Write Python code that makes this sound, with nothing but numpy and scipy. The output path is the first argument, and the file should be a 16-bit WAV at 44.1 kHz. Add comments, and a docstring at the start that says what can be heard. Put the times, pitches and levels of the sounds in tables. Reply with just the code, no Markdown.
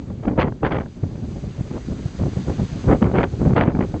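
"""A breeze rumbles on a small camera's microphone, aboard a boat moving along a river.
Gusts tear across the port, brighter the faster they blow; the flow cracks as it tears off.
Single eddies thump the port: a push, then suction.
Behind them foam and spray hiss in the boat's wash. The hiss follows a set level curve:
it swells, then ducks where the camera turns its gain down in strong gusts."""
import sys
import numpy as np
from scipy import signal
from scipy.fft import rfft, irfft
from scipy.io import wavfile

SR = 44100
rng = np.random.default_rng(int(sys.argv[2]) if len(sys.argv) > 2 else 0)


def materialize(psi):
    """Save the field psi as 16-bit PCM at rate SR to the path in sys.argv[1].

    A 1-D psi becomes a single channel; in a 2-D psi each row is a channel.
    """
    bounded = np.clip(np.atleast_2d(psi).T, -1, 1)
    quanta = np.round(bounded * 32767).astype(np.int16)
    wavfile.write(sys.argv[1], SR, quanta)


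N = 176400

# breeze on the port (time [s], level [dB])
BREEZE_LEVEL = [(0, -27.5), (.2, -34.5), (.5, -31), (.59, -35), (.86, -33.5), (.94, -40), (1.0, -26),
                (1.09, -30), (1.25, -27.5), (1.5, -30.5), (1.82, -32), (1.92, -25), (2.15, -33), (2.3, -26),
                (2.7, -29), (3.1, -24.5), (3.29, -30.5), (3.6, -25), (4.0, -30)]
BREEZE_KNEE_HZ = 208
# gusts (start [s], length [s], level [dB], spectral knee [Hz])
GUST_EVENTS = [ (0.104, 0.0082, -28, 357), (.233, 0.022, -25.5, 503), (0.269, 0.011, -23, 330),
               (0.282, 0.015, -18.5, 510), (0.302, 0.097, -27, 318), (0.382, 0.009, -12.5, 513),
               (0.394, 0.024, -18.5, 1620), (0.42, .06, -19.5, 520), (0.48, 0.017, -26, 360),
               (0.639, 0.0069, -17.5, 556), (0.648, 0.033, -20, 930), (0.709, .056, -20.5, 790),
               (0.774, 0.046, -24, 700), (0.86, 0.0061, -29.5, 345), (1.563, .04, -26.5, 254),
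               (1.705, 0.016, -25.5, 324), (1.739, 0.033, -25.5, 408), (2.193, 0.04, -21, 250),
               (2.26, 0.0058, -24.5, 336), (2.362, 0.025, -26, 294), (2.483, 0.021, -18, 398),
               (2.523, 0.036, -28.5, 280), (2.588, 0.017, -21, 292), (2.843, .038, -21.5, 290),
               (2.881, 0.057, -12.5, 397), (2.948, 0.0087, -17.5, 527), (3.019, 0.0073, -13, 430),
               (3.046, 0.028, -17, 474), (3.086, 0.083, -25, 480), (3.145, 0.047, -17, 665),
               (3.189, 0.055, -17, 685), (3.396, 0.042, -21.5, 290), (3.455, 0.018, -15, 345),
               (3.497, 0.022, -17.5, 320), (3.563, 0.076, -15.5, 800), (3.643, 0.074, -20.5, 580),
               (3.751, 0.04, -18.5, 366), (3.808, 0.035, -19, 470), (3.941, 0.022, -21, 365)]
GUST_ATTACK_S, GUST_RELEASE_S, GUST_KNEE_EXPONENT = 0.0082, 0.014, 0.32
# flow tearing off the port (time [s], level [dB], spectral knee [Hz])
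CRACK_EVENTS = [(0.411, -9, 1700), (2.913, -2.5, 910), (3.028, -5.5, 800), (3.044, -12, 1010),
                (3.232, -17, 1200), (3.678, -17.5, 800), (3.795, -24, 700), (3.826, -22, 650)]
CRACK_S = 0.0013
# port response to wind (frequency [Hz], gain [dB])
PORT_RESPONSE = [(20, -17.5), (40, -6), (80, 0.5), (150, 0), (300, -2), (550, -3.5), (900, -4.5),
                 (1500, -2.5), (2300, 0), (3200, -1.5), (4300, -6.5), (5600, -11.5), (8500, -19)]
ROLL_OFF_EXPONENT, SWIRL_CUTOFF_RATIO = 3.883, 4.4  # swirls die out at this multiple of the knee
FLUTTER_DB, FLUTTER_RATE_HZ = 3, 39
CRACKLE_DB, CRACKLE_RATE_HZ, CRACKLE_CORNER_HZ = 7.5, 250, 900
# eddies hitting the port (time [s], level [dB], pitch [Hz])
EDDY_EVENTS = [(.447, -6, 200), (0.524, -18, 156), (1.036, -8.5, 115), (1.157, -15.5, 150),
               (1.611, -12.5, 120), (2.061, -11, 110), (2.202, -14, 110), (2.373, -9, 130),
               (2.485, -11, 130), (2.616, -22, 120), (2.932, -20, 130), (3.027, -3.5, 169),
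               (3.058, -3, 130), (3.339, -12, 110), (3.535, -5, 130), (3.597, -9.5, 110), (3.683, -3, 140),
               (3.793, -6.5, 190)]
EDDY_WIDTH_CYCLES = 0.6
EDDY_WAKE_DB, EDDY_WAKE_S, EDDY_KNEE_RATIO = -10.5, 0.0044, 3.1
# wash hiss, including the camera's gain dips in strong gusts (time [s], level [dB])
WASH_LEVEL = [(0, -55), (.55, -57), (.9, -55), (1.2, -51.5), (1.5, -49), (2.0, -46), (2.4, -44),
              (2.83, -42.5), (3.0, -47), (3.1, -50.5), (3.48, -46.5), (3.68, -56), (3.85, -48.5),
              (4.0, -48.5)]
# wash spectrum (frequency [Hz], relative density [dB])
WASH_SPECTRUM = [(200, -2.5), (600, 1.5), (1200, 2.5), (2100, -1), (3000, -3), (4500, -3.5), (6000, -3.5),
                 (7200, -7), (8300, -9.5)]
WASH_FLICKER_DB, WASH_FLICKER_RATE_HZ = 0.88, 24
SPRAY_DB, SPRAY_PER_S = -10.5, 440
# dips in the camera's response (centre [Hz], width [Hz])
CAMERA_NOTCHES = [(5430, 480), (7620, 260)]
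CAMERA_CUTOFF_HZ = 8000


def undb(db):
    return 10 ** (np.asarray(db) / 20)


def unit_rms(x):
    return x / np.sqrt(np.mean(x ** 2))


def decay(x):
    return np.exp(-np.minimum(x, 20))


def level_curve(rows):
    """Gain per sample from (time [s], level [dB]) rows."""
    return undb(np.interp(np.arange(N) / SR, *np.array(rows).T))


def gain_at(rows, hz):
    """Gain at hz from (frequency [Hz], gain [dB]) rows."""
    row_hz, db = np.array(rows).T
    return undb(np.interp(np.log(hz + 1e-9), np.log(row_hz), db))


def wander(rate_hz):
    """Smooth random drift, rms 1."""
    hz = np.fft.rfftfreq(N, 1 / SR)
    lowpass = np.exp(-2 * (hz / rate_hz) ** 2)
    return unit_rms(irfft(rfft(rng.standard_normal(N)) * lowpass, N))


def half_octaves(x):
    """Yield overlapping bands of x as (centre [Hz], band at rms 1)."""
    octave = np.log2(np.fft.rfftfreq(N, 1 / SR) + 1e-9)
    spectrum = rfft(x)
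    for hz in 22 * 2 ** np.arange(0, 9, .5):
        offset = np.clip(2 * (octave - np.log2(hz)), -1, 1)
        window = np.cos(np.pi / 2 * offset) ** 2
        yield hz, unit_rms(irfft(spectrum * window, N))


def airflow():
    """Summed power and power-weighted knee [Hz] of breeze, gusts, cracks and eddy wakes."""
    t = np.arange(N) / SR
    flows = [(level_curve(BREEZE_LEVEL), BREEZE_KNEE_HZ)]
    for start_s, length_s, db, knee_hz in GUST_EVENTS:
        before_s = np.maximum(start_s - t, 0)
        after_s = np.maximum(t - start_s - length_s, 0)
        envelope = decay(before_s / GUST_ATTACK_S + after_s / GUST_RELEASE_S)
        flows.append((undb(db) * envelope, knee_hz * envelope ** GUST_KNEE_EXPONENT))
    for time_s, db, knee_hz in CRACK_EVENTS:
        crack = undb(db) * decay(abs(t - time_s) / CRACK_S)
        flows.append((crack, knee_hz))
    for time_s, db, pitch_hz in EDDY_EVENTS:
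        wake = undb(db + EDDY_WAKE_DB) * decay(abs(t - time_s) / EDDY_WAKE_S)
        flows.append((wake, EDDY_KNEE_RATIO * pitch_hz))
    power = sum(amplitude ** 2 for amplitude, _ in flows)
    knee_moment = sum((amplitude * knee_hz) ** 2 for amplitude, knee_hz in flows)
    return power, np.sqrt(knee_moment / power)


def turbulence():
    """Pressure noise at the port, steep above the knee; slow air flutters most, small swirls crackle."""
    power, knee_hz = airflow()
    flutter = undb(FLUTTER_DB * wander(FLUTTER_RATE_HZ) * BREEZE_KNEE_HZ / knee_hz)
    crackle_db = CRACKLE_DB * wander(CRACKLE_RATE_HZ)
    pressure, total_share = 0, 0
    for hz, band in half_octaves(rng.standard_normal(N)):
        ratio = hz / knee_hz
        density = decay((ratio / SWIRL_CUTOFF_RATIO) ** 2) / (1 + ratio ** ROLL_OFF_EXPONENT)
        share = hz * density * gain_at(PORT_RESPONSE, hz) ** 2  # bandwidth grows with hz
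        spurts = unit_rms(undb(crackle_db * hz / (hz + CRACKLE_CORNER_HZ)))
        pressure += np.sqrt(share) * band * spurts
        total_share += share
    return pressure * flutter * np.sqrt(power / total_share)


def eddy_thumps():
    """Each eddy pushes on the port, then sucks at it in passing."""
    t = np.arange(N) / SR
    pressure = np.zeros(N)
    for time_s, db, pitch_hz in EDDY_EVENTS:
        cycles = (t - time_s) * pitch_hz
        envelope = undb(db) * decay((cycles / EDDY_WIDTH_CYCLES) ** 2)
        pressure -= envelope * np.sin(2 * np.pi * cycles)
    return pressure


def wash():
    """Foam hisses along the boat's wake, with a fine spray of bursting bubbles."""
    foam = rng.standard_normal(N)
    bursts = rng.random(N) < SPRAY_PER_S / SR
    spray = undb(SPRAY_DB) * unit_rms(bursts * rng.standard_normal(N))
    hiss = np.zeros(N)
    for hz, band in half_octaves(foam + spray):
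        flicker = undb(WASH_FLICKER_DB * wander(WASH_FLICKER_RATE_HZ))
        hiss += band * np.sqrt(hz) * gain_at(WASH_SPECTRUM, hz) * flicker
    return unit_rms(hiss) * level_curve(WASH_LEVEL)


def scene():
    """Wind on the microphone over the wash, mono."""
    return (turbulence() + eddy_thumps() + wash())[None]


def record(dry):
    """Camera: soft clip, two notches, steep low-pass."""
    x = np.tanh(0.64 * dry) / 0.74
    for hz, width_hz in CAMERA_NOTCHES:
        x = signal.lfilter(*signal.iirnotch(hz, Q=hz / width_hz, fs=SR), x)
    lowpass = signal.ellip(10, rp=.2, rs=80, Wn=CAMERA_CUTOFF_HZ, fs=SR, output="sos")
    return signal.sosfilt(lowpass, x)


dry = scene()
out = record(dry)
materialize(out)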